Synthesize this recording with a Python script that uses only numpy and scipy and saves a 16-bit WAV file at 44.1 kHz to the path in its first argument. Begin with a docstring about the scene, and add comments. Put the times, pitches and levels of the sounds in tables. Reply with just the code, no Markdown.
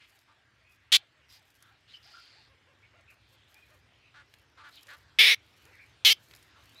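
"""A stick nest in a tree, in a heron colony. Chicks beg close by with three harsh squawks: syrinx pulses
ringing gliding throat resonances. Soft, echoing grunts and hisses, a weaker flutter, come from a farther
nest. Twigs tick and down rustles as the chicks shuffle. Farther off, other birds peep and croak
over a slowly growing low rumble and a faint stir of leaves."""
import sys
import numpy as np
from scipy import signal
from scipy.fft import rfft, irfft, next_fast_len
from scipy.io import wavfile
from scipy.ndimage import uniform_filter1d, minimum_filter1d, map_coordinates

SR = 44100
rng = np.random.default_rng(int(sys.argv[2]) if len(sys.argv) > 2 else 0)


def to_wav(sig):
    """Store sig (one row per channel, or 1-D mono) as 16-bit WAV at the path in sys.argv[1].

    Samples outside -1..1 are clipped; the rate is SR.
    """
    pcm = np.clip(np.atleast_2d(sig), -1, 1) * 32767
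    pcm = np.round(pcm).astype(np.int16)
    wavfile.write(sys.argv[1], SR, pcm.T)  # frames by channels


N = 299880
RING = 512  # samples per pulse response
HZ = np.fft.rfftfreq(RING, 1 / SR)

# broadband part of rasps and twig cracks: (frequency [Hz], gain [dB])
BROADBAND = [(200, -34.5), (500, -12.5), (1200, -5.5), (2000, 2), (4200, 1), (6000, -11.5), (9000, -19),
             (16000, -42)]
# down rubbing on twigs: (frequency [Hz], gain [dB])
RUSTLE_SPECTRUM = [(1500, -31), (4000, 0.5), (7000, 1), (10000, -3), (13000, 2), (16000, -9)]
# chick movements: (time [s], length [s], level [dB])
SHUFFLES = [(0.026, 0.23, -76), (0.684, 0.088, -76), (1.281, .12, -69.5), (1.392, .35, -75),
            (1.875, 0.41, -81.5), (3.08, 0.082, -76.5), (3.27, .1, -77), (3.471, .18, -73),
            (3.62, .2, -76.5), (4.28, 0.17, -78.5), (4.636, .41, -69.5), (5.397, 0.56, -76.5),
            (6.134, 0.38, -69.5), (6.556, 0.39, -73)]


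def near_chicks():
    """Three loud begging calls: yelp, screech, squawk."""
    # (time [s], length [s], level [dB], fade [dB/s], bite [dB], release [s])
    yelp_call = (0.919, 0.051, -17, -0.5, 0, 0.008)
    screech_call = (5.187, 0.16, -15, 31.5, 3.2, 0.024)
    squawk_call = (6.0485, 0.082, -18, 4, 5.5, 0.0079)
    # voice breaking between clear and rough: (time [s], pitch [Hz], roughness [0-1])
    yelp_voice = [(0.92, 498, 0.87), (.928, 399.6, 0.81), (0.949, 416.7, .9), (0.957, 384, 0.17)]
    screech_voice = [(5.188, 421, 0.094), (5.207, 446.2, 0.13), (5.215, 439, 0.91), (5.235, 464, .5),
                     (5.26, 448, .9), (5.32, 471.4, .75), (5.338, 452, .12)]
    squawk_voice = [(6.075, 408, .3), (6.10, 412, .06), (6.109, 454, .01), (6.122, 452, .01),
                    (6.13, 400, .05)]
    # three throat resonances: (start [Hz], middle [Hz], end [Hz])
    yelp_throat = [(2020, 2100, 2400), (3440, 3260, 4000), (4300, 4420, 4330)]
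    screech_throat = [(2310, 2220, 2180), (3360, 3780, 3950), (5000, 5150, 5900)]
    squawk_throat = [(2284, 2100, 2240), (3450, 2870, 3200), (4450, 3900, 5000)]
    # broad colour of throat and open beak: (frequency [Hz], gain [dB])
    yelp_beak = [(250, -39), (400, -25), (700, -26.5), (1200, -20.5), (2000, -13), (3300, -0.5), (4500, -8),
                 (6500, -12.5), (9000, -18), (12000, -19.5), (13200, -29.5), (16000, -28.5)]
    screech_beak = [(300, -35), (450, -18.5), (780, -23), (1450, -17.5), (2000, -3.5), (3500, -5.5),
                    (4600, -15), (6200, -21), (7500, -27), (9500, -20), (12000, -22), (16000, -28)]
    squawk_beak = [(280, -27), (420, -23.5), (1000, -24.5), (1450, -19.5), (2100, -12.5), (3200, -3.5),
                   (4300, -9.5), (6000, -9), (7200, -18.5), (9500, -23), (12000, -15), (16000, -26)]
    yelp = loud_call(yelp_call, yelp_voice, yelp_throat, yelp_beak,
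                     jitter=0.16, scatter_db=2.5, peak_db=6, width_hz=600, rasp=0.25)
    screech = loud_call(screech_call, screech_voice, screech_throat, screech_beak,
                        jitter=0.16, scatter_db=1, peak_db=10.5, width_hz=720, rasp=0.22)
    squawk = loud_call(squawk_call, squawk_voice, squawk_throat, squawk_beak,
                       jitter=0.15, scatter_db=4, peak_db=10.5, width_hz=540, rasp=0.092)
    return yelp + screech + squawk


def loud_call(call, voice, throat, beak, jitter, scatter_db, peak_db, width_hz, rasp):
    """The syrinx slaps once a cycle; roughness upsets pitch, slap timing and slap strength."""
    start_s, length_s = call[:2]
    t = np.arange(start_s, start_s + length_s, 1 / SR)
    pitch_hz, rough = curves(voice, t)
    stagger = 0.07 * rough * wobble(110, len(t))
    cycles = np.cumsum(pitch_hz * (1 + stagger)) / SR
    slaps_s = np.interp(np.arange(0.3, cycles[-1]), cycles, t)
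    pitch_hz, rough = curves(voice, slaps_s)
    knots_s = np.linspace(start_s, start_s + length_s, 3)
    centres_hz = [np.interp(slaps_s, knots_s, glide) for glide in throat]
    peaks = sum(resonance(hz, width_hz * hz[:, None] / 3000) ** 2 for hz in centres_hz)
    low_cut = (HZ + 5) / (HZ + 120)
    gain = amp(along(beak, HZ) + peak_db * peaks) * low_cut
    air = rasp * rough[:, None] + 0.63 * (HZ / 10000) ** 2  # turbulence takes over the treble
    slip, force = rough * rng.standard_normal((2, len(slaps_s)))
    energy_db = effort(slaps_s, call) + 10 * np.log10(SR / pitch_hz) + scatter_db * force
    return pulse_train(slaps_s + jitter * slip / pitch_hz, gain, energy_db, air)


def effort(t, call, attack_s=0.007, attack_db=7, bite_s=0.031, release_db=7.5):
    """Call level in dB: attack, forced opening (bite), steady slope, release."""
    start_s, length_s, db, fade_db_per_s, bite_db, release_s = call
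    age_s = t - start_s
    attack = np.clip(1 - age_s / attack_s, 0, 1)
    bite = 1 / (1 + (np.abs(age_s) / bite_s) ** 20)
    release = np.clip(1 - (length_s - age_s) / release_s, 0, 1)
    return db - attack_db * attack + bite_db * bite - fade_db_per_s * age_s - release_db * release


def pulse_train(times_s, gain, energy_db, air, puff_s=0.00043):
    """Each pulse rings its own response, part clean snap, part puff of air."""
    cepstrum = irfft(np.log(gain + 1e-6))
    cepstrum[:, 1:RING // 2] *= 2  # fold to minimum phase
    cepstrum[:, RING // 2 + 1:] = 0
    age_s = np.arange(RING) / SR
    puff = rng.standard_normal((len(times_s), RING)) * age_s * np.exp(-age_s / puff_s)
    puff = rfft(puff / np.linalg.norm(puff, axis=1, keepdims=True))
    air = np.clip(air, 0, 1)
    onset, fraction = np.divmod(np.maximum(times_s, 0) * SR, 1)
    fine_delay = np.exp(-2j * np.pi * HZ * fraction[:, None] / SR)
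    drive = (np.sqrt(1 - air) + np.sqrt(air) * puff) * fine_delay
    rings = irfft(np.exp(rfft(cepstrum)) * drive) * np.hanning(2 * RING)[RING:]
    rings *= (amp(energy_db) / np.linalg.norm(rings, axis=1))[:, None]
    samples = onset.astype(int)[:, None] + np.arange(RING)
    return np.bincount(samples.ravel(), rings.ravel(), N)[:N]


def soft_calls():
    """From a farther nest: slow, even flutter grunts; fast, ragged flutter hisses."""
    # both: (time [s], length [s], relative level [dB], resonance start [Hz], resonance end [Hz])
    grunts = [(.276, 0.057, -63.5, 1180, 1240), (1.607, .14, -66, 1430, 1500),
              (4.141, 0.083, -55, 1442, 1580), (4.573, 0.06, -54, 1340, 1200),
              (4.634, .065, -51.5, 1460, 1540), (4.882, 0.073, -49, 1800, 1380),
              (6.552, 0.055, -62.5, 1290, 1050)]
    hisses = [(0, 0.059, -59.5, 2260, 2500), (1.29, 0.094, -59, 5200, 4800), (1.877, .1, -59, 3180, 5300),
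              (2.028, 0.46, -57, 4930, 4400), (3.2, .65, -69, 3400, 3200), (4.716, .08, -61, 3950, 4300)]
    return (rasps(grunts, flutter_hz=301, rough=0.09, width_hz=480, floor_db=-18.5, fade_db_per_s=6.5)
            + rasps(hisses, flutter_hz=798, rough=0.95, width_hz=660, floor_db=-12, fade_db_per_s=14.5))


def rasps(calls, flutter_hz, rough, width_hz, floor_db, fade_db_per_s, max_pulses=250):
    """The syrinx flutters weakly into one gliding resonance, fading as the air runs out."""
    out = np.zeros(N)
    floor = amp(floor_db + along(BROADBAND, HZ))
    air = rough + 0.15 * (HZ / 5000) ** 2
    for start_s, length_s, db, start_hz, end_hz in calls:
        count = int(np.clip(length_s * flutter_hz, 4, max_pulses))
        slip = rough * rng.uniform(-0.9, 0.9, count)
        progress = np.clip((np.arange(count) + 0.5 + slip) / count, 0, 1)
        gain = resonance(start_hz + (end_hz - start_hz) * progress, width_hz) ** 2 + floor
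        arch = np.sin(np.pi * progress ** 0.85) + 0.4
        age_s = length_s * progress
        energy_db = db - fade_db_per_s * age_s + 10 * np.log10(arch * SR * length_s / count)
        out += pulse_train(start_s + age_s, gain, energy_db, air)
    return out


def twigs(t60_s=0.02, crack=0.38):
    """Dry twigs crack with two broad resonances: a few sharp ticks, plus a small one per shuffle."""
    # (time [s], peak [dB], pitch [Hz])
    sharp_ticks = [(1.625, -45, 6040), (3.01, -55, 4730), (4.339, -39.5, 2046), (4.87, -46, 4150),
                   (5.653, -47.5, 6460), (6.311, -44, 2600), (6.337, -40.5, 2160), (6.427, -48, 5200)]
    small_ticks = [(start_s + length_s * rng.random(), db + 13, 5000 * 2 ** rng.uniform(-0.5, 0.5))
                   for start_s, length_s, db in SHUFFLES]
    out = np.zeros(N)
    decay = amp(-60 * np.arange(RING) / SR / t60_s)
    for start_s, db, hz in list(sharp_ticks) + small_ticks:
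        modes = resonance(np.array([hz, 1.68 * hz]), width_hz=1200).sum(axis=0)
        wood = modes + crack * amp(along(BROADBAND, HZ))
        tick = irfft(rfft(rng.standard_normal(RING)) * wood) * decay
        add(out, start_s, amp(db) * tick / np.abs(tick).max())
    return out


def rustle(still_db=-92.5, flutter_db=3):
    """Each shuffle swells and dies: equal parts brushing down and tiny snaps."""
    motion = np.full(N, amp(still_db))
    for start_s, length_s, db in SHUFFLES:
        add(motion, start_s, amp(db) * unit(np.sqrt(np.hanning(int(length_s * SR)))))
    brush = unit(rush(RUSTLE_SPECTRUM, patchy_db=0.5) * amp(flutter_db * wobble(83)))
    return motion * amp(-3) * (brush + crackle())


def crackle(snaps_per_s=60, spread_db=4, t60_s=0.011):
    """Sparse snaps of dry stalks, rms 1."""
    snaps = (rng.random(N) < snaps_per_s / SR) * amp(spread_db * rng.standard_normal(N))
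    grain = rng.standard_normal(RING) * amp(-60 * np.arange(RING) / SR / t60_s)
    return unit(coloured(signal.fftconvolve(snaps, grain)[:N], RUSTLE_SPECTRUM))


def peeps():
    """Clearer cries from neighbouring nests."""
    # (time [s], length [s], level [dB], start [Hz], end [Hz], roughness [ratio])
    cries = [(0.647, 0.098, -70, 2450, 2400, 0.25), (1.938, 0.013, -49.5, 3090, 2760, 0.17),
             (2.137, 0.044, -55, 1334, 1330, 0.34), (2.826, 0.033, -62.5, 2374, 2300, .78),
             (3.078, .039, -60, 2470, 2400, .6), (3.547, 0.095, -64.5, 2330, 2400, 0.1),
             (4.027, 0.074, -68, 2376, 2530, 0.8), (4.713, 0.051, -68, 3710, 4900, .4),
             (4.765, 0.024, -55.5, 3770, 2500, 1.05), (5.718, 0.093, -63.5, 2245, 1600, 1),
             (5.792, 0.046, -57.5, 2250, 2200, 0.4), (6.757, .06, -60, 3680, 4200, 0.18)]
    out = np.zeros(N)
    for start_s, length_s, db, start_hz, end_hz, rough in cries:
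        add(out, start_s, amp(db) * cry(length_s, start_hz, end_hz, rough))
    return out


def chatter(level_db=-78, centre_hz=2300, count=90):
    """Far chicks cry hoarsely over one another."""
    out = np.zeros(N)
    for k, (slip, span, pitch, glide, loud) in enumerate(rng.uniform(-1.5, 1, (count, 5))):
        hz = centre_hz * 1.4 ** pitch
        sound = cry(0.18 + 0.062 * span, hz, hz * (1 + 0.26 * glide), rough=1.2)
        add(out, (k + slip) * N / SR / count, amp(level_db + 2 * loud) * sound)
    return out


def cry(length_s, start_hz, end_hz, rough, arch_hz=130, waver_hz=260):
    """One arched tone; pitch shake makes it hoarse."""
    progress, envelope = gate(length_s)
    glide_hz = start_hz + (end_hz - start_hz) * progress + arch_hz * np.sin(np.pi * progress)
    shake_hz = waver_hz * rough * wobble(700, len(progress))
    return envelope * unit(np.sin(2 * np.pi * np.cumsum(glide_hz + shake_hz) / SR))


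def colony_croaks(far_db=-76, far_count=11):
    """Clear croaks over a loose beat of farther ones."""
    # (centre time [s], level [dB], top pitch [Hz])
    clear = [(.15, -72, 832), (.35, -75, 916), (1.0, -67.5, 810), (1.18, -74, 632), (1.39, -72.5, 870),
             (1.73, -71, 812), (2.09, -66, 867), (2.39, -68.5, 888), (2.515, -70, 558), (2.701, -68.5, 567),
             (2.975, -66.5, 721), (3.335, -75, 550), (3.56, -70.5, 880), (3.73, -68, 627), (4.6, -76, 598),
             (4.9, -65.5, 624), (5.69, -64, 494)]
    far = [((k + rng.random()) * N / SR / far_count, far_db, rng.uniform(550, 850))
           for k in range(far_count)]
    out = np.zeros(N)
    for centre_s, db, top_hz in list(clear) + far:
        sound = croak(top_hz)
        add(out, centre_s - len(sound) / SR / 2, amp(db) * sound)
    return out


def croak(top_hz, length_s=0.08, breath_db=-1, arch=0.33, hoarse=0.035):
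    """Five shaky harmonics rise and fall in pitch, with a puff of air."""
    # throat colour: (frequency [Hz], gain [dB])
    throat = [(200, -9), (500, -0.5), (850, -4), (1200, -4.5), (1700, -5.5), (3000, -6), (8000, -55.5)]
    progress, envelope = gate(length_s)
    size = len(progress)
    hz = top_hz * (1 - arch * (2 * progress - 1) ** 2 + hoarse * wobble(500, size))
    phase = 2 * np.pi * np.cumsum(hz) / SR
    voice = sum(amp(along(throat, k * top_hz)) * np.sin(k * phase) for k in range(1, 6))
    voice = unit(voice * amp(3 * wobble(350, size)))
    air = coloured(rng.standard_normal(size), throat)
    return envelope * unit(voice + amp(breath_db) * air)


def outdoors():
    """Rumble and far noise grow slowly under the blur of leaves and colony."""
    # spectra: (frequency [Hz], gain [dB])
    rumble_spectrum = [(20, -61), (36, -40.5), (50, -11.5), (62, 0), (80, -2.5), (105, 2.5), (130, -4),
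                       (165, -12.5), (250, -16.5), (500, -34.5), (1000, -77)]
    far_spectrum = [(100, -30), (200, -8), (280, 3), (500, -1), (900, -2), (1400, -6.5), (2500, -22),
                    (6000, -47)]
    leaf_spectrum = [(500, -31.5), (1200, -4.5), (1700, -3), (2400, -3), (3300, -3.5), (4500, -7.5),
                     (6000, -14), (9000, -23), (13000, -33), (16000, -49)]
    # stir of leaves and colony: (time [s], relative level [dB])
    stir = [(0.0, -62.5), (0.38, -67.5), (1.72, -65.5), (2.27, -61.5), (2.5, -65.5), (4.64, -65),
            (4.79, -63), (4.9, -62), (5.43, -61.5), (5.95, -60), (6.1, -62.5), (6.8, -58.5)]
    t = np.arange(N) / SR
    stir_db, = curves(stir, t)
    rumble = amp(-73.5 + 0.97 * t) * rush(rumble_spectrum, patchy_db=1.8)
    far = amp(-78.5 + 1.2 * t) * rush(far_spectrum, patchy_db=0.77)
    leaves = amp(stir_db - 5) * rush(leaf_spectrum, patchy_db=3)
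    return rumble + far + leaves


def canopy(x, early_db, late_db, early_t60_s=0.13):
    """Near leaves scatter a quick echo, farther branches a faint tail."""
    # tail decay: (frequency [Hz], t60 [s])
    tail_t60 = [(200, 0.29), (3000, 0.33), (7000, 0.1), (15000, 0.042)]
    hz, t, noise = signal.stft(rng.standard_normal((2, SR // 3)), SR, nperseg=256)
    early = signal.istft(noise[0] * amp(-60 * t / early_t60_s), SR, nperseg=256)[1]
    late = signal.istft(noise[1] * amp(-60 * t / along(tail_t60, hz)[:, None]), SR, nperseg=256)[1]
    echo = amp(early_db) * early / np.linalg.norm(early) + amp(late_db) * late / np.linalg.norm(late)
    return x + signal.fftconvolve(x, np.pad(echo, (SR // 400, 0)))[:N]


def rush(spectrum, patchy_db):
    """Coloured noise with patches of random gain, rms 1."""
    bins = signal.stft(rng.standard_normal(N), nperseg=512)[2]
    patches = uniform_filter1d(rng.standard_normal(bins.shape), size=5, axis=0)
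    patches = unit(uniform_filter1d(patches, size=12, axis=1))
    noise = signal.istft(bins * amp(patchy_db * patches), nperseg=512)[1][:N]
    return unit(coloured(noise, spectrum))


def resonance(centres_hz, width_hz):
    """One curve of height 1 per centre."""
    return 1 / np.sqrt(1 + (2 * (HZ - centres_hz[:, None]) / width_hz) ** 2)


def gate(length_s):
    """Progress 0-1 through a call, and its nearly level envelope with abrupt start and end."""
    progress = np.linspace(0, 1, int(length_s * SR))
    return progress, unit(np.abs(np.sin(np.pi * progress)) ** 0.091)


def wobble(knots_per_s, size=N):
    """Smooth random curve."""
    knots = rng.standard_normal(int(size * knots_per_s / SR) + 4)
    return map_coordinates(knots, [np.arange(size) * knots_per_s / SR])


def filtered(x, gain):
    """Apply gain(hz), zero phase."""
    size = next_fast_len(len(x) + 8192)
    return irfft(rfft(x, size) * gain(np.fft.rfftfreq(size, 1 / SR)), size)[:len(x)]


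def coloured(x, spectrum):
    """Filter by (frequency [Hz], gain [dB]) points."""
    return filtered(x, lambda hz: amp(along(spectrum, hz)))


def along(points, hz):
    """Read (frequency [Hz], value) points on a log axis."""
    knots_hz, values = np.transpose(points)
    return np.interp(np.log(hz + 1), np.log(knots_hz + 1), values)


def curves(rows, t):
    """Read each value column at times t."""
    knots_s, *columns = np.transpose(rows)
    return [np.interp(t, knots_s, column) for column in columns]


def add(track, start_s, sound):
    """Mix a sound into the track."""
    start = int(np.clip(round(start_s * SR), 0, N))
    track[start:start + len(sound)] += sound[:N - start]


def amp(db):
    """Decibels to gain."""
    return 10 ** (np.asarray(db) / 20)


def unit(x):
    """Scale to rms 1."""
    return x / np.sqrt(np.mean(x ** 2) + 1e-20)


def scene():
    """Loud calls close and nearly dry; soft calls and colony farther off, echoing in the trees."""
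    nest = canopy(near_chicks() + twigs(), early_db=-19.5, late_db=-41, early_t60_s=0.051)
    soft = amp(-1.5) * canopy(soft_calls(), early_db=-6, late_db=-18, early_t60_s=0.06)
    high_cries = canopy(peeps() + chatter(), early_db=-2.5, late_db=-9.5)
    low_cries = canopy(colony_croaks(), early_db=-9, late_db=-14)
    return (nest + soft + high_cries + low_cries + rustle() + outdoors())[None]


def record(dry, ceiling=0.62, top_hz=15850):
    """Peak limiter, then a steep low-pass."""
    needed = ceiling / np.maximum(np.abs(dry[0]), ceiling)
    gain = uniform_filter1d(minimum_filter1d(needed, size=89), size=89)
    return filtered(dry[0] * gain, lambda hz: 1 / (1 + (hz / top_hz) ** 200))[None]


dry = scene()
out = record(dry)
to_wav(out)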